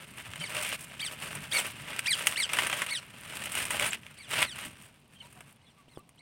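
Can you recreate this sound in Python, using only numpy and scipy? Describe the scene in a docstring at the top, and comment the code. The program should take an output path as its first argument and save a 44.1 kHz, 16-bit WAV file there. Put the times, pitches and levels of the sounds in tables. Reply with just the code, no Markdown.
"""A vegetable bed, up close: a hand gathers leafy greens, cuts the stalks and lays the bunch on a pile.
Leaves rustle and crackle as they catch and slip; juicy stalks snap, skin first and then fibres,
and squeak where they are wet. The bunch bumps softly and the pile answers pats with dull knocks.
Further off a small bird chirps in arches of pitch about twice a second, over a low outdoor rumble."""
import sys
import numpy as np
from scipy import signal
from scipy.fft import rfft, irfft
from scipy.io import wavfile

SR = 44100
rng = np.random.default_rng(int(sys.argv[2]) if len(sys.argv) > 2 else 0)


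def waveform_to_disk(signal):
    """Save audio, clipped to [-1, 1], as 16-bit WAV at the path in sys.argv[1]."""
    frames = np.transpose(np.atleast_2d(signal))
    scaled = np.clip(frames, -1, 1) * 32767
    samples = np.round(scaled).astype(np.int16)
    wavfile.write(sys.argv[1], SR, samples)


N = 273861
TIME = np.arange(N) / SR


def handling():
    """The hand strokes through stirring leaves; gives gain curves for low flap, mid crunch and high fizz."""
    # Each row: start in seconds, length in seconds, level in dB, crunch and fizz offsets in dB,
    # ease in and out in seconds.
    strokes = [(0.0, .045, -43, -1, -4, .007), (0.17, .05, -44, -1, -2, .008),
               (0.24, .055, -47, 0, -4, .008), (0.4, .08, -43, -1, -1, .01),
               (0.485, .05, -38.5, -1, -2, .006), (0.545, .1, -35, 1, -2, .006),
               (0.64, .118, -38, 5, 2, .003), (0.791, .06, -47, -1, 7, .001),
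               (0.895, .055, -48, 1, -4, .006), (0.99, .16, -45, -2, 1, .006),
               (1.205, .09, -38, -1, -1, .008), (1.3, .07, -42, -3, -3, .006),
               (1.41, .05, -43, -3, -3, .005), (1.53, .085, -28, -2, 1, .01), (1.615, .09, -38, 0, 0, .012),
               (1.865, .12, -40, 0, -4, .012), (2.045, .04, -38, 1, 0, .005), (2.15, .09, -37, 1, 0, .012),
               (2.25, .1, -37, 0, 1, .012), (2.37, .07, -44, 0, 4, .005), (2.535, .14, -31, 0, -2, .016),
               (2.69, .155, -35.5, 0, -2, .01), (2.86, .11, -45, 3, 2, .015),
               (3.29, .22, -42.5, 0, -1, .02), (3.545, .095, -34, 2, 3, .01),
               (3.655, .035, -42, 3, 2, .006), (3.705, .08, -33, -2, -1, .005),
               (3.79, .105, -30, 0, -1, .005), (3.925, .033, -40, 5, 0, .003),
               (4.055, .07, -55, 0, -3, .008), (4.315, .055, -31, 2, 0, .013),
               (4.37, .075, -27, 3, -2, .011), (4.56, .125, -43, 2, 1, .016),
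               (4.79, .085, -54, -2, 2, .008), (5.11, .06, -60, -2, 1, .008),
               (5.22, .055, -55, -6, -4, .006), (5.3, .04, -62, 0, 6, .004),
               (5.355, .075, -50, -7, -4, .008), (5.45, .08, -56, -5, -3, .008),
               (5.77, .05, -63, -3, 0, .008), (5.9, .1, -65, -5, 1, .01)]
    # The bunch stirring between strokes. Each row: time in seconds, level in dB.
    stir = [(0, -55.5), (.35, -48), (.77, -53), (1.2, -47.5), (1.48, -47.5), (1.79, -46), (2.3, -44.5),
            (2.85, -44), (3.07, -52.5), (3.3, -47), (3.9, -41), (4.0, -57.5), (4.22, -54.5), (4.55, -50),
            (4.75, -55.5), (5.06, -68.5), (5.3, -60), (5.57, -67), (6.21, -74)]
    stir_db = np.interp(TIME, *np.transpose(stir))
    power = amp(stir_db + np.array([[0], [0], [-3]])) ** 2  # stirring has less fizz
    for start, length, db, crunch_db, fizz_db, ease in strokes:
        fade_in = (1 + np.tanh((TIME - start) / (2 * ease))) / 2
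        fade_out = (1 + np.tanh((start + length - TIME) / (2 * ease))) / 2
        band_gains = amp(db + np.array([[0], [crunch_db], [fizz_db]]))
        power += (band_gains * fade_in * fade_out) ** 2
    return np.sqrt(power)


def leaves(flap_gain, crunch_gain, fizz_gain):
    """Leaves catch and slip in clumps over a smooth hiss of sliding."""
    # Tone of the rustle. Each row: frequency in Hz, relative level in dB.
    leaf_spectrum = [(160, -41.5), (280, -9.5), (349, -13), (590, -4), (722, -8.5), (1070, -5),
                     (1570, -2.5), (1830, -2.5), (2800, 0.5), (4060, -12.5), (6750, -16), (9000, -5),
                     (10100, -13.5), (15200, -20.5), (16000, -20)]
    clump = amp(1.7 * wander(hz=70, size=N))
    grains = crackle(per_s=1300, spread_db=3.5, clump=clump, ring_s=0.0023, patch_db=2.5)
    sliding = amp(-5.5) * rng.standard_normal(N)
    rustle = unit(colour(grains + sliding, leaf_spectrum))
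    body, fizz = split(rustle, hz=5530)
    flap, crunch = split(body, hz=1460)
    bursts = unit(amp(2.5 * wander(hz=90, size=N)))  # the fizz comes in bursts of its own
    return flap * flap_gain + crunch * crunch_gain + fizz * bursts * fizz_gain


def crackle(per_s, spread_db, clump, ring_s, patch_db, count=24, size=400):
    """Tiny slips, each ringing one of many leaf patches for a few milliseconds."""
    strength = amp(spread_db * np.minimum(rng.exponential(1, N), 4)) * rng.choice([-1, 1], N)
    slips = strength * clump * (rng.random(N) < per_s / SR)
    patch = rng.integers(0, count, N)
    out, t = np.zeros(N), np.arange(size) / SR
    rings = rfft(rng.standard_normal((count, size)) * np.exp(-t / ring_s))
    tilt = np.tanh(np.log((np.fft.rfftfreq(size, 1 / SR) + 1) / 3500))
    rings *= amp(patch_db * np.linspace(-1, 1, count)[:, None] * tilt)  # broad leaves dull, small bright
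    rings /= np.sqrt(np.mean(abs(rings) ** 2, axis=0))
    for k, ring in enumerate(irfft(rings)):
        out += signal.oaconvolve(slips * (patch == k), ring)[:N]
    return unit(out)


def snaps(size=2048):
    """A stalk breaks: its skin cracks, then the fibres give way in a dying burst; thick stalks thump."""
    # Each row: time in seconds, relative levels of the snap, its thump and its treble in dB,
    # decay of the burst in seconds.
    breaks = [(0.336, -26, -38, -36, 0.002), (0.358, -27, -20, -20, 0.0035), (0.549, -23, -25, -20, 0.0031),
              (0.604, -27, -18, -15, 0.0035), (1.227, -29, -21, -17, 0.0035), (1.353, -23, -13, -8, 0.0043),
              (1.992, -13.5, -41, -19, 0.0027), (2.193, -23, -26, -15, 0.0026),
              (2.27, -5, -27.5, -16.5, 0.0039), (2.492, -19.5, -22.5, -40, 0.011),
              (2.534, -12.5, -19, -17.5, 0.0041), (2.569, -26, -26, -22, 0.0015),
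              (2.587, -8, -17.5, -30, 0.0074), (2.669, -14.5, -25, -16, 0.0047),
              (2.699, -18, -17.5, -23, 0.0035), (2.728, -12.5, -17.5, -31, 0.0046),
              (2.789, -29, -16, -18, 0.0038), (2.819, -12.5, -15, -21, 0.0062),
              (2.864, -21.5, -23, -18, 0.0044), (3.335, -30.5, -10, -24, 0.004),
              (3.438, -24.5, -24, -11, 0.0057), (3.457, -21, -36, -15.5, 0.0042),
              (3.519, -20, -21, -9, 0.0097), (3.552, -15.5, -21, -13.5, 0.0041),
              (3.653, -19, -23.5, -12, 0.0042), (3.706, -13, -17.5, -15, 0.0086),
              (3.797, -13, -29, -22, 0.0014), (3.932, -16, -51, -24, 0.0024),
              (4.033, -37, -30, -34, 0.0029), (4.065, -31.5, -26, -39, 0.0019),
              (4.42, -11.5, -14.5, -15, 0.0041), (4.428, -11, -61, -30, 0.0022),
              (5.327, -41, -4, -1, 0.0044), (5.407, -32.5, -7, -14, 0.0035), (6.092, -43, -15, -9, 0.0029)]
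    # Ring of a breaking stalk. Each row: frequency in Hz, relative level in dB.
    stalk_spectrum = [(150, -32), (500, -23), (1000, -10.5), (2100, -1), (3000, 2), (4200, -18.5),
                      (6800, -9), (9000, 2.5), (11000, -9), (16000, -16.5)]
    out, t = np.zeros(N), np.arange(size) / SR
    for s, db, thump_db, treble_db, decay_s in breaks:
        fibres = rng.choice([-1, 1], size) * (rng.random(size) < .5) * np.exp(-t / decay_s)
        fibres[0] = amp(7)  # the skin goes first, louder than one fibre
        body, fizz = split(colour(fibres, stalk_spectrum), hz=5700)
        thump, body = split(body, hz=1200)
        crack = unit(body) + amp(thump_db + 10.5) * unit(thump) + amp(treble_db + 13) * unit(fizz)
        crack = crack[:size // 2]
        add(out, s, amp(db + 12) * crack / np.linalg.norm(crack))
    return out


def ticks(fizz_gain):
    """Now and then a leaf edge flicks past another with a tiny bright tick, louder during a stroke."""
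    # Tone of a tick. Each row: frequency in Hz, relative level in dB.
    tick_spectrum = [(1000, -32), (3000, -19.5), (6500, -14), (9000, 5.5), (11000, -1), (16000, -9.5)]
    flicks = crackle(per_s=46, spread_db=4.5, clump=1, ring_s=0.001, patch_db=-5.5, count=8)
    return unit(colour(flicks, tick_spectrum)) * amp(-30) * fizz_gain ** .7


def squeaks():
    """Wet stalks and leaves rub with short, rough squeaks."""
    # Each row: start in seconds, length in seconds, start and end pitch in Hz, level in dB.
    rubs = [(0.54, 0.11, 620, 596, -49.5), (3.8, 0.039, 511, 615, -41.5), (3.845, 0.053, 9350, 9300, -41),
            (3.902, 0.015, 8360, 6500, -39), (5.2, 0.088, 900, 990, -64), (5.35, 0.059, 740, 710, -63),
            (5.75, 0.097, 1165, 1124, -69.5), (5.97, 0.051, 1090, 1200, -62.5)]
    return glides(rubs, rough=0.031, waver_hz=507)


def pats():
    """The pile of greens answers a pat of the hand with a dull, damped knock."""
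    # Each row: time in seconds, level in dB, pitch factor.
    touches = [(4.668, -55.5, 0.76), (5.882, -59.5, 0.67), (5.974, -44, 0.98)]
    # Modes of the pile. Each row: frequency in Hz, relative level in dB, seconds to fall 60 dB.
    pile_modes = [(370, -1, 0.074), (503, 14.5, 0.0099), (790, 2, 0.014), (1060, -5, 0.035)]
    out, t = np.zeros(N), np.arange(SR // 10) / SR
    for s, db, pitch in touches:
        knock = sum(amp(db + mode_db - 60 * t / t60) * np.sin(2 * np.pi * hz * pitch * t)
                    for hz, mode_db, t60 in pile_modes)
        add(out, s, knock)
    return out


def bumps():
    """The bunch shifts with soft, low bumps."""
    # Each row: start in seconds, length in seconds, start and end pitch in Hz, level in dB.
    shifts = [(0.25, .07, 120, 105, -53), (0.38, 0.054, 152, 135, -48.5), (1.3, 0.16, 137.3, 159, -49),
              (1.79, .07, 150, 135, -52), (4.63, 0.078, 265, 252, -52.5)]
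    return glides(shifts, rough=0.15, waver_hz=80)


def bird(rise_s=.031, flutter_db=4.5):
    """Each chirp rises with a rasp, clears at the top and slides down reedy; a few whistles join in."""
    # Each row: time of the top in seconds, top pitch in Hz, hold and fall in seconds, relative level in dB.
    chirps = [(0.42, 2336, 0.02, 0.048, -45.5), (1.023, 2343, 0.017, 0.052, -40),
              (1.541, 2305, 0.026, 0.043, -34.5), (2.087, 2450, 0.0069, 0.058, -31),
              (2.386, 2365, 0.0092, 0.066, -34), (2.916, 2232, 0.013, 0.069, -38),
              (4.196, 2340, 0.011, 0.073, -55), (4.453, 2270, 0.0047, 0.098, -48),
              (5.212, 2225, 0.008, 0.064, -64), (5.637, 2186, 0.013, 0.091, -70.5),
              (5.906, 2170, 0.012, 0.098, -68), (6.202, 2250, 0.0058, 0.1, -64.5)]
    # Shape of a chirp. Each row: stage (0 start, 1-2 top, 3 end), pitch factor, level in dB,
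    # lift of the upper harmonics in dB, rasp as a fraction of the pitch.
    arch = [(0, .52, 1.5, -11.5, 0.093), (0.399, .7, -0.5, -5.5, 0.051), (0.751, .93, -1.5, 1.5, 0.023),
            (1, 1, -4.5, -4.5, 0.006), (1.999, 0.98, -1, -4.5, 0.01), (2.347, .85, 1.5, -2, 0.01),
            (2.6, .7, 0, 0.5, 0.017), (3, .58, -4.5, -7.5, 0.041)]
    # Relative level of each harmonic in dB, from the fundamental up.
    harmonics = [1.5, -3, -5, -2.5, -2, -10, -13]
    # Resonance of the throat. Each row: frequency in Hz, gain in dB.
    throat = [(1200, -18.5), (1700, -15), (2200, -0.5), (3300, 3), (4300, 0), (5400, -3.5), (7000, -15.5),
              (8500, 3), (10500, -13), (14000, -16)]
    # Short, thin whistles near 3 kHz that sound along with some chirps.
    # Each row: start and length in seconds, start and end pitch in Hz, level in dB.
    whistles = [(0.395, 0.05, 3190, 2940, -42.5), (1.018, 0.026, 3320, 3040, -40.5),
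                (5.145, 0.046, 3080, 3240, -62), (5.198, 0.026, 3250, 2760, -48),
                (5.65, 0.058, 3350, 3550, -67)]
    out = np.zeros(N)
    stages, *shape = np.transpose(arch)
    for top_s, top_hz, hold, fall, db in chirps:
        t = np.arange(-rise_s, hold + fall, 1 / SR)
        stage = np.interp(t, [-rise_s, 0, hold, hold + fall], np.arange(4))
        pitch, loud_db, reedy_db, rasp = (np.interp(stage, stages, column) for column in shape)
        hz = top_hz * pitch
        jitter = 1 + rasp * wander(hz=900, size=len(t))
        phase = 2 * np.pi * np.cumsum(hz * jitter) / SR
        voice = np.zeros(len(t))
        for k, own_db in enumerate(harmonics, 1):
            harmonic_db = own_db + read(throat, k * hz) + (k > 2) * reedy_db
            flutter = flutter_db * wander(hz=120, size=len(t))
            voice += amp(harmonic_db + flutter) * np.sin(k * phase)
        envelope = amp(db + loud_db + 3) * signal.windows.tukey(len(t), .12)
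        add(out, top_s - rise_s, envelope * voice)
    return out + glides(whistles, rough=0.019, waver_hz=300)


def garden(x, t60, wet_db):
    """Plants and ground scatter a short, faint tail."""
    t = np.arange(SR // 2) / SR
    echoes = rng.standard_normal(len(t)) * (rng.random(len(t)) < 2000 / SR)
    tail = echoes * amp(-60 * t / t60) * (t > .003)
    return x + amp(wet_db) * signal.oaconvolve(x, tail / np.linalg.norm(tail))[:N]


def outdoors(push):
    """A low, uneven rumble that swells when the bunch is pushed, and faint steady air."""
    # Rise and fall of the rumble. Each row: time in seconds, relative level in dB.
    rumble_levels = [(0.0, -54.5), (0.67, -51.5), (0.85, -55.5), (1.35, -49), (2.45, -58), (2.68, -53),
                     (2.77, -59), (3.84, -47), (4.24, -63), (4.37, -46), (4.48, -51.5), (4.7, -53),
                     (4.96, -63.5), (5.33, -59), (5.83, -67), (5.97, -60), (6.21, -64)]
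    # Tone of the rumble and of the air. Each row: frequency in Hz, relative level in dB.
    rumble_spectrum = [(15, -54.5), (25, -37), (41, -34), (53, -8), (140, 2), (184, -3), (219, -2.5),
                       (352, -15), (420, -14), (550, -46), (920, -120)]
    air_spectrum = [(150, -4), (300, -8), (500, -3.5), (1100, -4), (1600, -22.5), (3000, -12), (6000, -20),
                    (9000, -31), (16000, -44)]
    bed_gain = amp(np.interp(TIME, *np.transpose(rumble_levels)) - 2.5)
    thud_gain = amp(-39) * push ** 0.45
    rumble = unit(colour(rng.standard_normal(N), rumble_spectrum, size=8192))
    air = unit(colour(rng.standard_normal(N), air_spectrum))
    return rumble * np.hypot(bed_gain, thud_gain) + amp(-69) * air


def glides(rows, rough, waver_hz):
    """Short tones that swell, slide in pitch and waver."""
    out = np.zeros(N)
    for s, length, start_hz, end_hz, db in rows:
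        size = round(length * SR)
        hz = np.linspace(start_hz, end_hz, size) * (1 + rough * wander(waver_hz, size))
        tone = np.sin(2 * np.pi * np.cumsum(hz) / SR)
        add(out, s, amp(db) * unit(np.hanning(size) * tone))
    return out


def amp(db):
    """Decibels to gain."""
    return 10 ** (np.asarray(db) / 20)


def unit(x):
    """Scales to rms 1."""
    return x / np.sqrt(np.mean(x ** 2) + 1e-20)


def read(points, hz):
    """Level of a spectrum in dB at hz, on a log-frequency axis."""
    f, db = np.transpose(points)
    return np.interp(np.log(hz + 1), np.log(f + 1), db)


def add(mix, s, sound):
    """Mixes a sound in at s seconds."""
    part = mix[max(round(s * SR), 0):][:len(sound)]
    part += sound[:len(part)]


def wander(hz, size):
    """Random drift of rms 1, rolling off above hz."""
    rolloff = 1 + (np.fft.rfftfreq(size, 1 / SR) / hz) ** 2
    return unit(irfft(rfft(rng.standard_normal(size)) / rolloff, size))


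def colour(x, points, size=2048):
    """Causal filter with the given spectrum: clicks keep their sharp front."""
    hz = abs(np.fft.fftfreq(size, 1 / SR))
    log_gain = np.log(amp(np.maximum(read(points, hz), -90)))
    taps = np.fft.ifft(np.exp(np.conj(signal.hilbert(log_gain)))).real  # minimum phase
    return signal.oaconvolve(x, taps / np.linalg.norm(taps))[:len(x)]


def split(x, hz):
    """Parts below and above hz."""
    low = irfft(rfft(x) / (1 + (np.fft.rfftfreq(len(x), 1 / SR) / hz) ** 6), len(x))
    return low, x - low


def scene():
    """The harvest up close, the bird further off, the rumble underneath; mono."""
    flap, crunch, fizz = handling()
    harvest = leaves(flap, crunch, fizz) + snaps() + pats() + squeaks() + ticks(fizz) + bumps()
    near = garden(harvest, t60=0.064, wet_db=-13)
    far = garden(bird(), t60=0.18, wet_db=-13)
    return (near + far + outdoors(push=flap))[None]


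def record(dry):
    """A steep low-pass takes off the highest treble."""
    lowpass = signal.firwin(401, 16100, window=("kaiser", 9), fs=SR)
    return signal.oaconvolve(dry, lowpass[None], "same")


dry = scene()
out = record(dry)
waveform_to_disk(out)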